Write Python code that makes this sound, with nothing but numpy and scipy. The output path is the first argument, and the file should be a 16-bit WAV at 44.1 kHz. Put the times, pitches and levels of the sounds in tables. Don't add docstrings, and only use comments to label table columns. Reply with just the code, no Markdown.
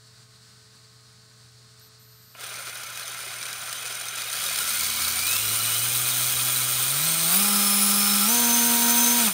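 import sys
import numpy as np
from scipy.fft import rfft, irfft, next_fast_len
from scipy.io import wavfile
from scipy.ndimage import uniform_filter1d, map_coordinates

SR = 44100
rng = np.random.default_rng(int(sys.argv[2]) if len(sys.argv) > 2 else 0)


def inscribe(sig):
    pcm = np.round(np.clip(np.atleast_2d(sig).T, -1, 1) * 32767)
    wavfile.write(sys.argv[1], SR, pcm.astype(np.int16))


N = 411453

# t/s, f/Hz
SHAFT_SPEED = [(2.3, 30), (4.2, 45), (4.4, 62), (4.6, 70.5), (4.75, 80), (4.9, 85.5), (5.2, 88.1),
               (5.42, 107.9), (5.5, 110.8), (5.8, 114.8), (5.95, 123.6), (6.84, 126), (6.96, 141),
               (7.07, 162), (7.23, 163), (7.3, 171), (7.41, 202), (7.48, 205.3), (7.55, 202.5),
               (8.23, 203.4), (8.27, 212), (8.31, 232), (8.35, 239.5), (8.5, 236.6), (8.85, 236.3),
               (9.12, 239.3), (9.2, 238), (9.25, 226), (9.278, 209), (9.33, 170)]
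THROTTLE_HZ = [125, 163, 203, 237]
# shaft order, then relative level/dB at each throttle step
ROTOR_ORDERS = [(2, -53, -50, -48, -42), (3, -56, -58, -54, -41), (4, -55, -48, -43, -35),
                (5, -55, -49, -46, -51), (6, -55, -56, -39, -51), (6.5, -58, -52, -41, -41),
                (7, -60, -59, -48, -48), (7.81, -64, -64, -58, -49), (8, -60, -59, -51, -51),
                (9, -62, -55, -53, -54), (11, -55, -55, -53, -47), (12, -64, -55, -44, -60),
                (13, -49, -49, -57, -64), (14, -64, -48, -57, -45), (18, -60, -64, -64, -47)]
# shaft order, then relative level/dB at each throttle step
TOOTH_ORDERS = [(24.7, -66, -64, -47, -62), (26, -51, -46, -39, -32), (27, -66, -64, -49, -39),
                (39, -66, -48, -49, -46), (52, -64, -38, -34, -55), (53, -66, -64, -62, -43),
                (63, -66, -64, -48, -60), (64, -66, -64, -62, -37), (65, -60, -54, -46, -46)]
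# shaft order, relative level/dB, phase spread/rad
RASP_ORDERS = [(26.15, -40, 2.2), (52.04, -31.5, 5.5), (66.3, -35.5, 6.1), (77.6, -31.5, 5.5)]
GRID_HZ = [30, 45, 62, 80, 88, 97, 110, 125, 163, 185, 203, 237]
UNBALANCE_LEVEL_DB = [-95, -78, -62, -56, -49.5, -49.5, -43, -41.3, -38, -35.5, -31, -29.5]
SECOND_SHAFT_DB = [-97, -81, -63, -56, -52, -68, -66, -66, -60, -60, -62, -54]
RATTLE_BODY_DB = [-39.5, -36, -33, -31.5, -31.5, -31.2, -31, -31, -30, -27.5, -28.7, -28.5]
RATTLE_TREBLE_DB = [-40, -34, -29, -25.7, -26.5, -23.5, -25.5, -24.5, -23, -21, -21.5, -20.5]
STAND_DB = [-95, -80, -68, -66, -63, -68, -57, -59, -72, -70, -73, -67]
ROTOR_GAIN_DB = [-42, -25, -28, -21, -11.5, -7, -4.5, -1.6, -0.7, 1.8, -0.75, -0.1]
TOOTH_GAIN_DB = [-42, -14, -7, 2, 8, 14, 9, -2, 5.5, -5, 2.5, 1.3]
RASP_GAIN_DB = [-40, -16, -11, -10.1, -7, -7, -5.5, -5, -5, 10.5, 1, 0.1]
RATTLE_BASS_GAIN_DB = [0.1, -0.8, -1, -2, -2.5, -3.5, -1.5, -2, -1, 2, 0.5, 1.6]
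# f/Hz, gain/dB
SLOW_GEAR_EQ = [(150, -8.5), (300, -4.5), (600, 3.5), (1000, -1), (1250, -1), (1550, 5), (1900, 2),
                (2500, -0.5), (4000, -4.5), (6000, 3), (8500, -3), (9300, 0), (10500, -1.5), (13000, -5.5),
                (15700, -7)]
# t/s, excitation level/dB
GEAR_KNOCKS = [(2.5273, -29), (2.5548, -23), (2.67, -23), (2.695, -22), (2.7548, -23), (2.8336, -19),
               (2.9738, -20), (2.9954, -18), (3.0791, -18), (3.2133, -24), (3.294, -27), (3.4286, -19),
               (3.529, -17), (3.6944, -24), (3.7278, -13.5), (3.8234, -25), (3.862, -18), (3.9521, -27),
               (4.0119, -17), (4.0846, -17), (4.219, -14), (4.3287, -13.5), (4.4789, -19), (4.559, -13),
               (4.5871, -11), (4.747, -19), (4.843, -14), (5.082, -9.5), (5.27, -16)]
# t/s, excitation level/dB
DRIVE_CLUNKS = [(2.3503, -32), (9.277, -14)]
# f/Hz, width/Hz, level/dB
CHASSIS_MODES = [(586, 433, -13), (742, 120, -11.5), (1035, 50, -4.5), (1219, 52, -1), (1338, 22, 4.5),
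                 (1427, 20.4, 2.5), (1514, 15, -0.5), (1621, 13.3, -0.5), (2228, 303, -5.5),
                 (2470, 140, -1), (2929, 29, 1), (3305, 317, -1.5), (3907, 334, 0.5), (4460, 110, -1.5),
                 (5100, 69, -4), (6210, 86, -0.5), (7050, 270, -5.5), (8230, 450, -5), (8975, 610, -1),
                 (9410, 466, -2), (10900, 250, -6.5), (13200, 600, -3.5), (14200, 690, -7),
                 (14800, 560, -2.5)]
# f/Hz, level/dB
CHASSIS_FLOOR = [(30, -75), (70, -29.5), (150, -10.5), (300, -13.5), (500, -17.5), (900, -34), (1800, -10),
                 (2700, -11.5), (5000, -3), (7700, -14.5), (11500, -12.5), (15700, -8)]
# f/Hz, level/dB
HUM_TONES = [(120, -58.5), (174, -79), (217, -78.5), (434.5, -69.5), (651, -78), (1086, -75.5),
             (1255, -74.5), (1440, -83), (1519, -73.5), (1831, -85), (4340, -89), (4651, -75), (5367, -81)]
# f/Hz, relative level/dB
AIR_SPECTRUM = [(20, -25), (35, -15), (55, -8), (90, 5), (200, -1), (320, -11.5), (520, -12.5), (900, -12),
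                (1300, -6.5), (1900, -8), (2400, -12), (3300, -10.5), (4300, 0.5), (6300, -9), (8500, -7.5),
                (11000, -20), (15700, -23)]
# t/s, relative level/dB
FAINT_TICKS = [(0.1494, -53), (1.5194, -47), (1.7963, -41)]

SECOND_SHAFT_RATIO = 1.31
START_S, RISE_S, CUT_S = 2.33, .11, 9.283
BAND_LIMIT_HZ = 15830


def motor_shaft():
    shaft_hz = np.interp(np.arange(N) / SR, *np.transpose(SHAFT_SPEED))
    return shaft_hz, 2 * np.pi * np.cumsum(shaft_hz) / SR


def drive_envelope():
    t = np.arange(N) / SR
    swell = np.clip((t - START_S) / RISE_S, 0, 1) ** 1.4
    surge_db = 3 * np.exp(-np.clip(t - START_S - RISE_S, 0, None) / .027)
    cut_db = 8 * (1 - np.exp(-np.clip(t - CUT_S, 0, None) / .03))
    return swell * amp(surge_db - cut_db)


def drive_tones(shaft_hz, angle_rad):
    def tone(order, jitter_rad):
        return np.sqrt(2) * np.sin(order * angle_rad + jitter_rad) * (order * shaft_hz < BAND_LIMIT_HZ)

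    def throttle(db):
        return amp(np.interp(shaft_hz, THROTTLE_HZ, db))

    rotor = sum(throttle(db) * amp(1.5 * wobble(12)) * tone(order, .35 * wobble(25))
                for order, *db in ROTOR_ORDERS)
    teeth = sum(throttle(db) * amp(2.5 * wobble(70) + 2.5 * wobble(7)) * tone(order, .72 * wobble(80))
                for order, *db in TOOTH_ORDERS)
    rasp = sum(amp(db + 3.6 * wobble(150)) * tone(order, spread_rad * wobble(220))
               for order, db, spread_rad in RASP_ORDERS)
    unbalance = amp(at_speed(shaft_hz, UNBALANCE_LEVEL_DB) + .8 * wobble(15)) * tone(1, .12 * wobble(20))
    second_shaft = amp(at_speed(shaft_hz, SECOND_SHAFT_DB) + wobble(8.4))
    second_shaft *= tone(2 * SECOND_SHAFT_RATIO, .17 * wobble(25))
    rotor *= amp(at_speed(shaft_hz, ROTOR_GAIN_DB))
    teeth *= amp(at_speed(shaft_hz, TOOTH_GAIN_DB))
    rasp = filtered(amp(at_speed(shaft_hz, RASP_GAIN_DB)) * rasp, chassis)
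    accel_hz_per_s = uniform_filter1d(np.gradient(shaft_hz) * SR, size=1500)
    coast = amp(.03 * np.minimum(accel_hz_per_s, 0))
    return unbalance + second_shaft + rotor + coast * (teeth + rasp)


def gear_rattle(shaft_hz, angle_rad, drive):
    def lows(hz):
        return lowpass(hz, 5000)

    def highs(hz):
        return 1 - lows(hz)

    body_db, treble_db = at_speed(shaft_hz, RATTLE_BODY_DB), at_speed(shaft_hz, RATTLE_TREBLE_DB)
    throb = 1 + .24 * np.sin(angle_rad + .5 * wobble(8))
    throb += .14 * np.sin(SECOND_SHAFT_RATIO * angle_rad + wobble(8))
    slowness = np.clip((110 - shaft_hz) / 70, 0, 1)
    uneven = .48 + .44 * slowness
    flutter = wobble(40) + wobble(130)
    low = amp(uneven * (1.05 * flutter + .36 * wobble(60))) * chatter(shaft_hz, grit=.57)
    high = throb * amp(uneven * (.82 * flutter + .46 * wobble(200))) * chatter(shaft_hz, grit=.55)
    ringing = pings(rate_hz=480, t60_s=.093)
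    ringing *= np.interp(shaft_hz, [40, 130, 200], [1.3, 1.05, .6])
    body = unit(filtered(low, lambda hz: chassis(hz) * lows(hz))) + .48 * unit(filtered(ringing, lows))
    treble = unit(filtered(high, lambda hz: chassis(hz) * highs(hz)))
    treble += .34 * unit(filtered(ringing, highs))
    gears = drive * (amp(body_db) * unit(body) + amp(treble_db) * unit(treble))
    bass = filtered(gears, lambda hz: lowpass(hz, 950))
    gears += (amp(at_speed(shaft_hz, RATTLE_BASS_GAIN_DB)) - 1) * bass
    gears += knocks(treble_db)
    return (1 - slowness) * gears + slowness * filtered(gears, lambda hz: spectrum(SLOW_GEAR_EQ, hz))


def chatter(shaft_hz, grit):
    chance = (800 + 16 * shaft_hz) / SR
    blows = (rng.random(N) < chance) * rng.standard_normal(N) / np.sqrt(chance)
    blows *= amp(np.clip(3 * rng.standard_normal(N), -6, 3))
    return grit * blows + np.sqrt(1 - grit ** 2) * rng.standard_normal(N)


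def pings(rate_hz, t60_s):
    pick, detune, force, onset = rng.random((int(rate_hz * N / SR), 4)).T
    t = np.arange(1100) / SR
    hz, width_hz, db = np.array(CHASSIS_MODES)[(pick * len(CHASSIS_MODES)).astype(int)].T
    hz = hz + .6 * width_hz * (2 * detune - 1)
    strength = amp(db + 10 * np.log10(width_hz) - 3.2 * np.log(force + .08))
    envelope = amp(-60 * t / t60_s) * (1 - np.exp(-t / .00052))
    rings = strength[:, None] * np.sin(2 * np.pi * hz[:, None] * t) * envelope
    samples = (onset * N).astype(int)[:, None] + np.arange(len(t))
    return np.bincount(samples.ravel(), rings.ravel(), N + len(t))[:N]


def knocks(treble_db):
    soft_rate_hz, soft_end_s = 32, 5.4
    gaps, softness = rng.random((160, 2)).T
    times_s = START_S + RISE_S + np.cumsum(-np.log(gaps + 1e-3)) / soft_rate_hz
    soft_knocks = [(s, treble_db[round(s * SR)] + 14 - 9 * soft)
                   for s, soft in zip(times_s, softness) if s < soft_end_s]
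    high, low = np.zeros(N + SR), np.zeros(N + SR)
    for onset_s, db in GEAR_KNOCKS + soft_knocks:
        add_burst(high, onset_s, db, t60_s=.025)
        add_burst(low, onset_s, db - 12, t60_s=.047)
    for onset_s, db in DRIVE_CLUNKS:
        add_burst(low, onset_s, db, t60_s=.07)
    upper = filtered(high[:N], lambda hz: chassis(hz) * (hz > 3000))
    lower = filtered(low[:N], lambda hz: chassis(hz) * (hz < 3000))
    return amp(-1.5) * upper + amp(4) * lower


def chassis(hz):
    power = sum(amp(2 * db) / (1 + ((hz - mode_hz) / (width_hz / 2)) ** 2)
                for mode_hz, width_hz, db in CHASSIS_MODES)
    return minimum_phase(np.sqrt(power * highpass(hz, 450, 6) + spectrum(CHASSIS_FLOOR, hz) ** 2))


def stand_rumble(shaft_hz):
    shape_hz_db = [(15, -36), (30, -18), (55, 9), (90, 8), (150, -9), (250, -40)]
    rumble = filtered(rng.standard_normal(N), lambda hz: spectrum(shape_hz_db, hz))
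    return amp(at_speed(shaft_hz, STAND_DB) + 3.3 * wobble(5)) * unit(rumble)


def speed_control():
    t = np.arange(N) / SR
    whistle_hz, edge_s = 12120, .027
    gate = sum(np.clip(np.minimum(t - on_s, off_s - t) / edge_s + 1, 0, 1) ** 2
               for on_s, off_s in [(1.82, 1.876), (2.0, 4.3)])
    smear_rad = (t > START_S) * 1.2 * wobble(210)
    whistle = np.sqrt(2) * np.sin(2 * np.pi * whistle_hz * t + smear_rad)
    return gate * amp(-59 + 1.2 * wobble(6.1)) * whistle


def room():
    t = np.arange(N) / SR
    hum = sum(amp(db + 1.1 * wobble(6)) * np.sqrt(2) * np.sin(2 * np.pi * hz * t + hz / 2500 * wobble(10))
              for hz, db in HUM_TONES)
    rush = filtered(amp(.91 * wobble(25.14)) * rng.standard_normal(N),
                    lambda hz: spectrum(AIR_SPECTRUM, hz))
    ticks = np.zeros(N)
    for onset_s, db in FAINT_TICKS:
        add_burst(ticks, onset_s, db - 4, t60_s=.012, samples=300)
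    return hum + amp(-54.5) * unit(rush) + filtered(ticks, lambda hz: highpass(hz, 7000, 4))


def add_burst(track, onset_s, db, t60_s, samples=1300):
    t = np.arange(samples) / SR
    track[round(onset_s * SR):][:samples] += amp(db - 60 * t / t60_s) * rng.standard_normal(samples)


def amp(db):
    return 10 ** (np.asarray(db) / 20)


def unit(x):
    return x / np.sqrt(np.mean(x ** 2) + 1e-20)


def at_speed(shaft_hz, db):
    return np.interp(shaft_hz, GRID_HZ, db)


def wobble(rate_hz):
    knots = rng.standard_normal(int(N * rate_hz / SR) + 4)
    return map_coordinates(knots, [np.arange(N) * rate_hz / SR])


def spectrum(points, hz):
    points_hz, db = np.transpose(points)
    return amp(np.interp(np.log(hz + 1), np.log(points_hz + 1), db))


def lowpass(hz, corner_hz):
    return 1 / (1 + (hz / corner_hz) ** 8)


def highpass(hz, corner_hz, order):
    return 1 / (1 + (corner_hz / (hz + 1)) ** order)


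def filtered(x, response):
    size = 2 * next_fast_len(N // 2 + 8192)
    return irfft(rfft(x, size) * response(np.fft.rfftfreq(size, 1 / SR)), size)[..., :N]


def minimum_phase(gain):
    cepstrum = irfft(np.log(gain + 1e-6))
    half = len(cepstrum) // 2
    return np.exp(rfft(np.r_[cepstrum[0], 2 * cepstrum[1:half], cepstrum[half], np.zeros(half - 1)]))


def scene():
    shaft_hz, angle_rad = motor_shaft()
    drive = drive_envelope()
    car = drive * (drive_tones(shaft_hz, angle_rad) + stand_rumble(shaft_hz))
    car += gear_rattle(shaft_hz, angle_rad, drive)
    return (car + speed_control() + room())[None]


def record(dry):
    ceiling = .6
    soft = dry / (1 + np.abs(dry / ceiling) ** 4) ** (1 / 4)
    return filtered(soft, lambda hz: np.clip((BAND_LIMIT_HZ - hz) / 160, 0, 1) ** 2)


dry = scene()
out = record(dry)
inscribe(out)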